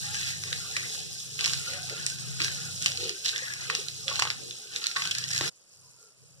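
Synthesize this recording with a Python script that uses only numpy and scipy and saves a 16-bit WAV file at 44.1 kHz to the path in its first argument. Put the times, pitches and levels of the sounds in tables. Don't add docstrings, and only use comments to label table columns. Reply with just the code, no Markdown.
import sys
import numpy as np
from scipy import signal
from scipy.fft import rfft, irfft, next_fast_len
from scipy.io import wavfile
from scipy.ndimage import uniform_filter1d

SR = 44100
rng = np.random.default_rng(int(sys.argv[2]) if len(sys.argv) > 2 else 0)


def wav_record(signal):
    frames = np.transpose(np.atleast_2d(signal))
    bounded = np.clip(frames, -1, 1)
    quanta = np.round(bounded * 32767).astype(np.int16)
    wavfile.write(sys.argv[1], SR, quanta)


N = 282240
TIME = np.arange(N) / SR
DROP_S = 5.495
BLUR_DB = -2


def amp(db):
    return 10 ** (np.asarray(db) / 20)


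def unit(x):
    return x / np.sqrt(np.mean(x ** 2) + 1e-20)


def read(points, hz):
    f, value = np.transpose(points)
    return np.interp(np.log(hz + 1), np.log(f + 1), value)


def level(table, axis):
    columns = np.transpose(table)
    return amp(np.interp(TIME, columns[0], columns[axis]))


def add(mix, s, sound):
    part = mix[:, max(round(s * SR), 0):][:, :sound.shape[1]]
    part += sound[:, :part.shape[1]]


def colour(x, points, size=2048):
    cepstrum = irfft(np.log(amp(read(points, np.fft.rfftfreq(size, 1 / SR)))))
    cepstrum[1:size // 2] *= 2
    cepstrum[size // 2 + 1:] = 0
    response = irfft(np.exp(rfft(cepstrum)))
    return signal.oaconvolve(x, response[None], axes=1)[:, :x.shape[1]]


def resonate(x, hz, width):
    turn = np.exp(2j * np.pi * np.cumsum(hz * np.ones(N)) / SR)
    r = np.exp(-np.pi * abs(width) / SR)
    smoothed = signal.lfilter([1 - r], [1, -r], x / turn)
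    return 2 * (turn * smoothed).real


def hiss():
    return rng.standard_normal((2, N))


def grains(per_s, spread_db, low_hz, high_hz, cycles, rise, count=28, size=2048):
    t, out = np.arange(size) / SR, np.zeros((2, N))
    for hz in np.geomspace(low_hz, high_hz, count):
        chance, strength, phase = rng.random(N), rng.exponential(1, N), rng.random((2, 1))
        born = np.flatnonzero(chance < per_s / count / SR)
        train = np.zeros(N)
        train[born] = amp(spread_db * np.minimum(strength[born], 4))
        age = hz * t / cycles
        turns = hz * t * (1 + rise * np.minimum(age, 6)) + phase
        pop = np.exp(-age) * (1 - np.exp(-2 * hz * t)) * np.sin(2 * np.pi * turns)
        out += signal.oaconvolve(train[None], pop * hz, axes=1)[:, :N]
    return unit(out)


def clumps(depth_db, hz=35):
    knots = np.arange(0, 8, 1 / hz)
    return amp(depth_db * np.interp(TIME, knots, rng.standard_normal(4096)[:len(knots)]))


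def swells(rows, width_hz):
    out = np.zeros((2, N))
    for s, length, db, hz in rows:
        t = np.arange(0, length, 1 / SR)
        band = np.exp(-((np.fft.rfftfreq(SR, 1 / SR) - hz) / (width_hz / 2)) ** 2 / 2)
        churn = unit(irfft(rfft(rng.standard_normal(SR)) * band)[:len(t)])
        add(out, s, (amp(db) * np.sin(np.pi * t / length) * churn)[None])
    return out


def room_floor(floor_db=-65.5):
    # f/Hz, level/dB
    floor_spectrum = [(20, 4), (60, -5), (130, 6), (250, -6), (500, -4.5), (1000, -17), (3000, -10),
                      (15000, -34)]
    return amp(floor_db) * unit(colour(hiss(), floor_spectrum))


def rumble(rumble_db=-8.5):
    # f/Hz, level/dB
    rumble_spectrum = [(20, -5.5), (60, -2), (250, -13), (600, -31.5), (3000, -41)]
    return amp(rumble_db) * unit(colour(hiss(), rumble_spectrum))


def hum():
    # f/Hz, width/Hz, level/dB
    resonances = [(97, 4.3, -2.5), (126, 5.7, 0.5), (149.5, 22.3, -2), (167, 36, -12)]
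    total = 0
    for hz, width, db in resonances:
        one_pass = 1.48 * width
        total = total + amp(db) * unit(resonate(resonate(hiss(), hz, one_pass), hz, one_pass))
    return unit(total)


def resting(fizz_db=9.5, hum_db=11.5, clump_db=1.3):
    # t/s, fizz level/dB, hum level/dB
    rest_levels = [(5.52, -70.5, -96), (5.69, -69.5, -97), (5.76, -66, -74), (5.9, -66, -68),
                   (6.03, -65, -80), (6.16, -70.5, -80), (6.21, -67.5, -65), (6.4, -67.5, -64)]
    # f/Hz, level/dB
    rest_spectrum = [(200, -30), (450, 0), (700, -11), (1150, -6), (1400, -2), (1650, -10), (1900, -14),
                     (2600, -5), (3500, -17), (4500, 2), (5600, 3.5), (7000, 1.5), (9500, -4.5),
                     (12000, -14.5), (15000, -25)]
    # t/s, length/s, level/dB, f/Hz
    faint_tones = [(5.80, .12, -76, 1010), (5.92, 0.091, -75, 950), (5.93, 0.22, -71, 1370),
                   (5.98, .14, -68.5, 452), (6.22, 0.046, -70, 460), (6.34, .08, -74, 543)]
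    pops = grains(per_s=2000, spread_db=1.5, low_hz=2400, high_hz=15700, cycles=4.3, rise=0.0081)
    foam = unit(colour(pops + amp(BLUR_DB) * hiss(), rest_spectrum))
    background = amp(hum_db) * level(rest_levels, axis=2) * hum() + swells(faint_tones, width_hz=67)
    return amp(fizz_db) * level(rest_levels, axis=1) * clumps(clump_db) * foam + background


def kitchen(x, room_db=-9.0, t60=0.27):
    t = np.arange(SR // 3) / SR
    sparse = rng.standard_normal((2, len(t))) * (rng.random((2, len(t))) < .06)
    taps = sparse * (t > .004) * amp(-60 * t / t60)
    taps /= np.linalg.norm(taps, axis=1, keepdims=True)
    return x + amp(room_db) * signal.oaconvolve(x, taps, axes=1)[:, :N]


def glass(x):
    # f/Hz, width/Hz, level/dB
    glass_rings = [(363, 7, 10), (389, 7, 13), (485, 16, 5), (804, 10, 1), (874, 10, -1), (1103, 18, 1),
                   (1490, 30, -7), (1717, 30, -14), (2558, 30, -9), (3323, 30, -9), (5403, 80, -16)]
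    return x + sum(amp(db) * resonate(x, hz, width) for hz, width, db in glass_rings)


def pushes(part, axis, start_s=0.018):
    # t/s, length/s, ice crunch level/dB, slosh level/dB, gurgle level/dB
    strokes = [(0.0, 0.24, -38.5, -48, -82), (0.132, 0.17, -35.5, -44.5, -73.5),
               (0.442, 0.29, -42.5, -47.5, -55.5), (0.74, 0.12, -42, -43.5, -53),
               (0.931, 0.095, -39.5, -87.5, -54), (1.38, 0.13, -31.5, -43.5, -53.5),
               (1.51, 0.21, -40, -48.5, -61), (1.661, 0.079, -36.5, -41, -51),
               (1.852, 0.16, -39.5, -46.5, -54), (1.993, 0.65, -46.5, -51.5, -64.5),
               (2.385, 0.085, -32, -40.5, -55), (2.486, 0.22, -49, -51.5, -55.5),
               (2.796, 0.16, -38, -50, -52.5), (2.986, 0.067, -32.5, -47, -50),
               (3.234, 0.039, -31.5, -47.5, -54.5), (3.314, 0.21, -42, -43, -62),
               (3.58, 0.1, -40, -46, -59), (3.683, 0.097, -35, -46.5, -50.5),
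               (4.067, 0.15, -33.5, -39, -63), (4.18, 0.11, -48, -42.5, -64), (4.37, 0.13, -88, -78, -54.5),
               (4.709, 0.052, -40, -49.5, -52.5), (4.805, 0.042, -35, -45.5, -67),
               (4.948, 0.13, -36, -40, -69), (5.13, 0.1, -38, -47, -82), (5.29, 0.078, -35, -41, -56),
               (5.416, 0.029, -31, -36, -43.5)]
    idle_db, settle_db_per_s = part
    power = np.full(N, amp(idle_db) ** 2)
    for row in strokes:
        age = TIME - row[0]
        going = np.clip(age / start_s, 0, 1)
        settled_db = settle_db_per_s * np.maximum(age - row[1], 0)
        power += (going * amp(row[1 + axis] - settled_db)) ** 2
    return np.sqrt(power)


def gulps(rise=0.25):
    # t/s, level/dB, starting f/Hz, t60/s
    bumps = [(0.07, -51.5, 786, 0.5), (0.52, -41, 489.4, 0.055), (1.92, -41, 630, 0.041),
             (2.406, -32.5, 329, 0.075), (3.421, -41.5, 510, 0.077), (3.701, -36, 148, 0.2),
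             (3.786, -37, 409, 0.12), (3.81, -45, 510, .07), (4.964, -34.5, 1100, 0.17),
             (5.41, -16, 121.6, 0.043), (5.411, -17, 316, 0.02), (5.41, -19, 635, 0.0097)]
    t, out = np.arange(SR // 4) / SR, np.zeros((2, N))
    for s, db, hz, t60 in bumps:
        phase = 2 * np.pi * (hz * t * (1 + rise * t) + rng.random())
        note = amp(db - 60 * t / t60) * (1 - np.exp(-hz * t)) * np.sin(phase)
        add(out, s, note[None])
    return out


def glugs():
    # t/s, length/s, level/dB, f/Hz
    closings = [(0.0, 0.18, -56, 830), (1.67, 0.14, -53, 540), (1.72, 0.16, -56, 723),
                (1.9, 0.045, -49.5, 576), (1.905, 0.042, -45, 400), (2.969, 0.16, -45.5, 468),
                (2.98, 0.22, -45.5, 381), (2.397, 0.066, -51.5, 395), (3.68, 0.091, -50.5, 481.6),
                (4.053, 0.085, -49.5, 542)]
    return swells(closings, width_hz=78)


def gurgle(effort, gurgle_db=-2.5):
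    # f/Hz, level/dB
    gurgle_spectrum = [(120, -39.5), (230, 7), (300, -3), (380, 2), (480, 6), (620, -10), (800, -2),
                       (1200, -32.5)]
    swirl = grains(per_s=320, spread_db=2.0, low_hz=230.7, high_hz=950.0, cycles=12.1, rise=0.0019, size=8192)
    return amp(gurgle_db) * effort * unit(colour(swirl, gurgle_spectrum))


def slosh(effort, slosh_db=-0.5, hiss_db=-6.5, pocket_db=5.0, wander_db=0.42):
    # f/Hz, level/dB
    slosh_spectrum = [(300, -32), (650, 11), (800, -10.5), (950, -6.5), (1150, -5.5), (1450, -0.5),
                      (1900, 5), (2500, 9), (4000, -19)]
    # t/s, f/Hz, width/Hz
    air_pocket = [(0.0, 1690, 450), (0.32, 1700, 450), (0.67, 1400, 200), (0.8, 1800, 400),
                  (1.45, 1360, 500), (1.75, 1407, 300), (2.2, 1404, 250), (2.45, 1530, 220),
                  (2.7, 1426, 120), (3.15, 1404, 250), (3.28, 1650, 450), (3.55, 1620, 400),
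                  (3.75, 1200, 400), (3.99, 1460, 400), (4.15, 1120, 400), (4.29, 1210, 400),
                  (4.85, 1570, 400), (4.98, 1210, 250), (5.18, 1740, 400), (5.45, 1430, 500)]
    bubbles = grains(per_s=700, spread_db=3.0, low_hz=724.0, high_hz=2800, cycles=23.0, rise=0.0092)
    wet = colour(bubbles + amp(hiss_db) * hiss(), slosh_spectrum)
    times, pitches, widths = np.transpose(air_pocket)
    pocket_hz = np.interp(TIME, times, pitches) * clumps(wander_db, hz=12)
    openness = (np.interp(TIME, times, widths) - widths.min()) / np.ptp(widths)
    narrow = unit(resonate(wet, pocket_hz, widths.min()))
    wide = unit(resonate(wet, pocket_hz, widths.max()))
    pocket = amp(pocket_db) * ((1 - openness) * narrow + openness * wide)
    return amp(slosh_db) * effort * unit(unit(wet) + pocket)


def fizz(ice, foam_db=1.5, snap_db=-9.5, clump_db=1.5, stirred_db=-7):
    # f/Hz, level/dB
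    fizz_spectrum = [(1500, -22.5), (3000, -7), (4300, -1.5), (5500, 1.5), (6800, -0.5), (8000, -3.5),
                     (9500, -8), (11000, -14.5), (13000, -19), (15000, -29)]
    # t/s, level/dB
    liveliness = [(0.0, -40.5), (0.93, -40.5), (1.05, -43.5), (1.34, -42.5), (1.58, -39.5), (1.71, -41.5),
                  (2.26, -43.5), (2.89, -39.5), (3.1, -45), (3.55, -43), (4.63, -47), (5.26, -44.5),
                  (5.34, -38.5), (5.4, -37)]
    pops = grains(per_s=3500, spread_db=2.5, low_hz=2457, high_hz=15300, cycles=3.4, rise=0.012)
    snaps = grains(per_s=210, spread_db=4.0, low_hz=3170, high_hz=9600, cycles=2.0, rise=0)
    foam = unit(colour(pops, fizz_spectrum))
    foam = foam + amp(snap_db) * unit(colour(snaps, fizz_spectrum))
    foam = foam + amp(BLUR_DB) * unit(colour(hiss(), fizz_spectrum))
    bursting = np.hypot(amp(foam_db) * level(liveliness, axis=1), amp(stirred_db) * ice)
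    return bursting * clumps(clump_db) * unit(foam)


def crunch(ice, crunch_db=-4.0):
    # f/Hz, level/dB
    crunch_spectrum = [(900, -30), (1800, -22.5), (2600, 6.5), (3400, -0.5), (4200, 6.5), (5200, -3.5),
                       (8000, -38), (14000, -43.5)]
    ticks = grains(per_s=2200, spread_db=2.6, low_hz=1800, high_hz=8150, cycles=3.5, rise=0.0096)
    return amp(crunch_db) * ice * unit(colour(ticks + amp(BLUR_DB) * hiss(), crunch_spectrum))


def thuds(cycles=10.5, clatter_db=-12.0, clatter_t60=0.049):
    # t/s, level/dB, f/Hz
    dull_knocks = [(1.42, -37, 1420), (1.4635, -40, 1450), (1.47, -32, 1110), (1.508, -38, 1493),
                   (1.535, -44, 1310), (3.6995, -24.5, 1190), (4.09, -31, 1350), (4.1032, -40, 1157),
                   (4.107, -40, 1300), (4.113, -30, 1240), (4.1156, -34, 1060), (4.1935, -21.5, 1190),
                   (4.198, -29.5, 1100), (4.222, -19, 1040), (4.229, -38, 950), (4.2527, -25.5, 1030),
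                   (4.2562, -31, 1090), (4.271, -24, 1410), (4.275, -37, 1420), (4.9618, -42, 1140),
                   (4.968, -31, 1120), (4.975, -33, 1190), (5.021, -40, 1110), (5.056, -36, 1150),
                   (5.4091, -26, 1030)]
    t, out = np.arange(6000) / SR, np.zeros((2, N))
    for s, db, hz in dull_knocks:
        blow = amp(-60 * hz * t / cycles) * (1 - np.exp(-4 * hz * t)) * np.sin(2 * np.pi * hz * t)
        band = signal.butter(2, [hz * 0.8, hz * 1.6], "bandpass", fs=SR, output="sos")
        noise = unit(signal.sosfilt(band, rng.standard_normal((2, len(t)))))
        clatter = noise * amp(clatter_db - 60 * t / clatter_t60)
        add(out, s, amp(db) * (blow + clatter))
    return out


def jostles(ice, per_s=45, above_ice_db=3.5, spread_db=2.5, ring_hz=4900, ring_octaves=0.25,
            tone_spread_db=-8.5, count=400):
    rows = []  # t/s, level/dB, ring f/Hz, low body/dB, bright edge/dB
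    for (when, chance), (force, pitch, low, edge) in zip(rng.random((count, 2)), rng.standard_normal((count, 4))):
        s = when * DROP_S
        push = ice[int(s * SR)]
        if chance < per_s * DROP_S / count * push / ice.max():
            db = 20 * np.log10(push) + above_ice_db + spread_db * force
            hz = ring_hz * 2 ** (ring_octaves * pitch)
            rows.append((s, db, hz, tone_spread_db * low, tone_spread_db * edge))
    return rows


def clinks(knocks, snap_db=-14.0, crack_db=-6.0, ring_db=-2.0, rattle_db=-9.0, contact_s=0.0003,
           ring_cycles=34.6, rattle_t60=0.048, rattle_spread_db=3.5):
    # f/Hz, level/dB
    knock_spectrum = [(100, -8), (500, -33), (800, -31), (1100, -18.5), (1900, -2.5), (2650, 2),
                      (3500, -0.5), (4400, 2), (5800, 1), (7500, -4.5), (10000, -16.5), (15000, -30.5)]
    t, out = np.arange(4096) / SR, np.zeros((2, N))
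    since = np.maximum(t - contact_s, 0) / contact_s
    blow = (since / 2) ** 2 * np.exp(2 - since)
    onset = 1 - np.exp(-(since / 2) ** 4)
    age = np.maximum(t - t[np.argmax(blow)], 0)
    impulse = 1. * (np.arange(len(t)) == np.argmax(blow))
    nearer = np.array([[0], [1]])
    for s, db, hz, low, edge in knocks:
        noise = rng.standard_normal((4, len(t)))
        bounces = np.repeat(rng.standard_normal(128), 32)
        hardness = [(500, 0.011), (1000, low), (1900, low), (2800, 0.015), (4400, 0.0013), (6500, edge)]
        body = [(f, gain + read(hardness, f)) for f, gain in knock_spectrum]
        settling = onset * amp(rattle_spread_db * bounces - 60 * t / rattle_t60)
        struck = colour(np.vstack([impulse, noise[:2] * blow]), body, size=512)
        rattling = colour(noise[2:] * settling, knock_spectrum, size=512)
        parts = np.vstack([struck, rattling])
        parts *= np.sqrt(.002 * SR) / np.linalg.norm(parts, axis=1, keepdims=True)
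        snap, crack, rattle = parts[:1], parts[1:3], parts[3:]
        ring = onset * amp(-60 * hz * age / ring_cycles) * np.sin(2 * np.pi * hz * t)
        direct = amp(snap_db) * snap + 2 * amp(ring_db) * ring
        add(out, s, amp(db) * (nearer * direct + amp(crack_db) * crack + amp(rattle_db) * rattle))
    return out


def stirring(hum_db=11.5):
    # t/s, level/dB, ring f/Hz, low body/dB, bright edge/dB
    glass_knocks = [(0.1439, -22.5, 5830, 12, 11.5), (0.212, -27, 5500, 3, 2.5),
                    (0.4362, -24.5, 5940, 1, -17), (0.5279, -16, 3870, 7.5, -11.5),
                    (0.7654, -13.5, 2400, 19, -2), (1.391, -24, 2642, 11, 0), (1.4083, -19, 4820, 4.5, -4),
                    (1.4418, -13, 5000, 0, -4), (1.447, -18, 5300, 11, -7), (1.4582, -12, 4320, -3, -2),
                    (1.4635, -26, 3920, 12, -6), (1.4775, -19, 5440, -2, -2), (1.5337, -17.5, 4400, 0, 4),
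                    (1.541, -28, 3740, -2, -4), (1.896, -28, 5160, 10, -5), (2.0639, -14.5, 8130, -11, 9),
                    (2.0994, -25.5, 7250, -8, 4), (2.4016, -18.5, 2400, 18, -10),
                    (2.4175, -16.5, 4650, 6.5, -4), (2.4225, -22, 4080, 0, -4), (2.437, -24, 3840, -6, -1),
                    (2.4398, -30, 5600, -3, -1), (2.4808, -23, 3780, 14, -14), (2.817, -27, 5700, -10, -2),
                    (2.4449, -16, 5800, 0.5, -3), (2.831, -29, 5640, -12, 2), (2.8382, -34, 6840, -8, 10),
                    (2.8232, -19.5, 5200, -23, 5), (2.844, -24, 5370, -21, 10),
                    (2.8599, -7.5, 2937, -1.5, -8), (2.8815, -22, 5700, -17, -11),
                    (2.8985, -37, 4060, 1, -11), (2.918, -24, 5400, -2, -4.5), (2.973, -23, 4130, -27, 1),
                    (3.0929, -16, 5160, -2, -10), (3.2468, -26.5, 5070, -8, 9.5),
                    (3.2525, -27, 5200, -10, 0), (3.258, -17, 5900, -6, 4), (3.261, -19, 3810, 2, -2),
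                    (3.2695, -25, 3800, -10.5, -1), (3.2818, -20, 3900, -23, 4),
                    (3.2875, -21, 3930, -8, -0.5), (3.2915, -18.5, 4020, -10, -5),
                    (3.2975, -28, 3780, -8, 0), (3.379, -24.5, 5430, 2, 3), (3.36, -19.5, 3600, 9, -6),
                    (3.5365, -24, 5640, 9, 11), (3.6986, -14.5, 2490, 29, -6), (3.7499, -14.5, 2800, 5, 1),
                    (3.8838, -22.5, 3990, -18, -1), (4.0802, -16, 3366, 0, -18),
                    (4.1564, -19, 4060, -6, -1), (4.1932, -21.5, 3800, 2, 8), (4.1972, -15.5, 4630, 13, 6),
                    (4.2215, -12, 2800, 11, -9), (4.2285, -32, 3620, 7, -13), (4.2515, -27, 3300, 4, -3),
                    (4.2745, -24.5, 3370, -3, -10), (4.3017, -17, 4900, 4, -8),
                    (4.3092, -26.5, 3420, 10, -9), (4.5085, -25.5, 3500, -38, -24),
                    (4.7605, -17, 3780, 1, -2), (4.8403, -19, 4600, -18, -24),
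                    (4.8595, -21, 4330, -0.5, -23), (4.8677, -15.5, 4260, -3, 5),
                    (4.913, -22.5, 4460, 2, -3), (4.9612, -21, 1490, 3, -15), (4.9643, -19.5, 1840, 1, -18),
                    (4.968, -18.5, 3630, 12, -21), (5.0197, -20.5, 4660, 5.5, -8),
                    (5.039, -28, 3440, -1, 2), (5.0526, -21.5, 3160, 3, -6), (5.057, -25.5, 3380, 0, -5),
                    (5.0734, -22.5, 4450, -7, 3), (5.1104, -18.5, 3200, 3, 13),
                    (5.1132, -17.5, 3180, -7.5, -7), (5.1172, -23.5, 3340, -3, -14),
                    (5.1498, -21.5, 4400, -3, 7), (5.1836, -19.5, 5270, 8, 12),
                    (5.2391, -22, 5240, -26, -15), (5.2805, -27, 5600, -7.5, 1), (5.288, -27, 5730, -10, 2),
                    (5.3054, -25.5, 5480, -4, -6), (5.3124, -21.5, 5450, -6, 6), (5.3478, -24, 5500, -7, 1),
                    (5.333, -23, 6550, 7, -1), (5.378, -18.5, 5600, 0, 4), (5.362, -23, 3960, -7, 0),
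                    (5.4098, -15.5, 4000, 10, -11), (5.4775, -24.5, 5280, 1, -11.5)]
    # t/s, level/dB
    low_level = [(0.0, -48.5), (0.59, -50.5), (0.7, -54.5), (1.24, -56.5), (1.59, -46), (1.65, -55),
                 (1.71, -50.5), (1.98, -51.5), (2.27, -46.5), (3.07, -51), (3.13, -64.5), (3.69, -55),
                 (4.38, -52), (4.65, -72), (4.71, -63.5), (4.93, -71), (4.99, -54.5), (5.48, -46.5)]
    # level between pushes/dB, settling/(dB per s)
    ice_answer = (-47, 130)
    # level between pushes/dB, settling/(dB per s)
    surface_answer = (-59.5, 129)
    # level between pushes/dB, settling/(dB per s)
    depths_answer = (-61, 140)
    ice = pushes(ice_answer, axis=1)
    surface = pushes(surface_answer, axis=2)
    depths = pushes(depths_answer, axis=3)
    drink = fizz(ice) + crunch(ice) + slosh(surface) + gurgle(depths)
    drink = drink + thuds() + clinks(list(glass_knocks) + jostles(ice))
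    low = amp(hum_db) * hum() + rumble()
    return kitchen(glass(drink) + gulps() + glugs()) + level(low_level, axis=1) * low


def scene():
    at_rest = np.clip((TIME - DROP_S) / 0.011 + .5, 0, 1)
    return (1 - at_rest) * stirring() + at_rest * resting() + room_floor()


def widening(x, ease=0.29):
    power = (x ** 2).mean(0)
    fast = abs(uniform_filter1d(power, size=256)) + 1e-14
    slow = abs(uniform_filter1d(power, size=8192)) + 1e-14
    return 1 - ease * np.clip(np.log10(fast / slow / 2) * 2, 0, 1)


def record(dry, crossfeed_s=.000445, ease_above_hz=440, edge_hz=15400):
    # f/Hz, correlation (-1 to 1)
    likeness = [(60, 0.99), (150, 0.82), (280, 0.54), (450, 0.78), (800, 0), (1300, -0.1), (2000, -0.15),
                (2700, -0.64), (4000, 0.04), (15000, -0.1)]
    # f/Hz, left minus right/dB
    nearness = [(150, 0), (1000, 7), (4000, -1.5), (8000, -3), (15000, -3)]
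    # f/Hz, level/dB
    crossfeed = [(100, -1), (2100, 0), (2400, 0), (3450, -.7), (4600, -4.5), (5700, -5.3), (6800, -11),
                 (8000, -17), (15000, -24)]
    # f/Hz, left minus right/dB
    balance = [(150, 2), (500, 0), (1150, 0), (1550, 1), (1950, 0), (2450, 0), (2650, -1), (2900, 1),
               (3450, .5), (4100, -6), (4900, 3), (5400, .3), (6100, 3), (7000, 0), (9000, -.5),
               (11500, -4), (14500, 1.5)]
    size = next_fast_len(N + 4096)
    hz, z = np.fft.rfftfreq(size, 1 / SR), rfft(dry, size)
    sides = np.array([[.5], [-.5]])
    angle = np.arcsin(np.clip(read(likeness, hz), -1, 1)) / 2
    z = (np.cos(angle) * z + np.sin(angle) * z[::-1]) * amp(sides * read(nearness, hz))
    eased = rfft(irfft(z, size)[::-1, :N] * (1 - widening(dry)), size)
    opposite = z[::-1] - eased * hz ** 2 / (hz ** 2 + ease_above_hz ** 2)
    share = amp(np.minimum(read(crossfeed, hz), 0))
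    late = np.exp(-2j * np.pi * hz * crossfeed_s)
    z = (z - share * late * opposite) / np.sqrt(1 + share ** 2)
    z = z * amp(sides * read(balance, hz))
    low_pass = signal.firwin(255, edge_hz, window=("kaiser", 8), fs=SR)
    return signal.oaconvolve(irfft(z, size)[:, :N], low_pass[None], "same", axes=1)


dry = scene()
out = record(dry)
wav_record(out)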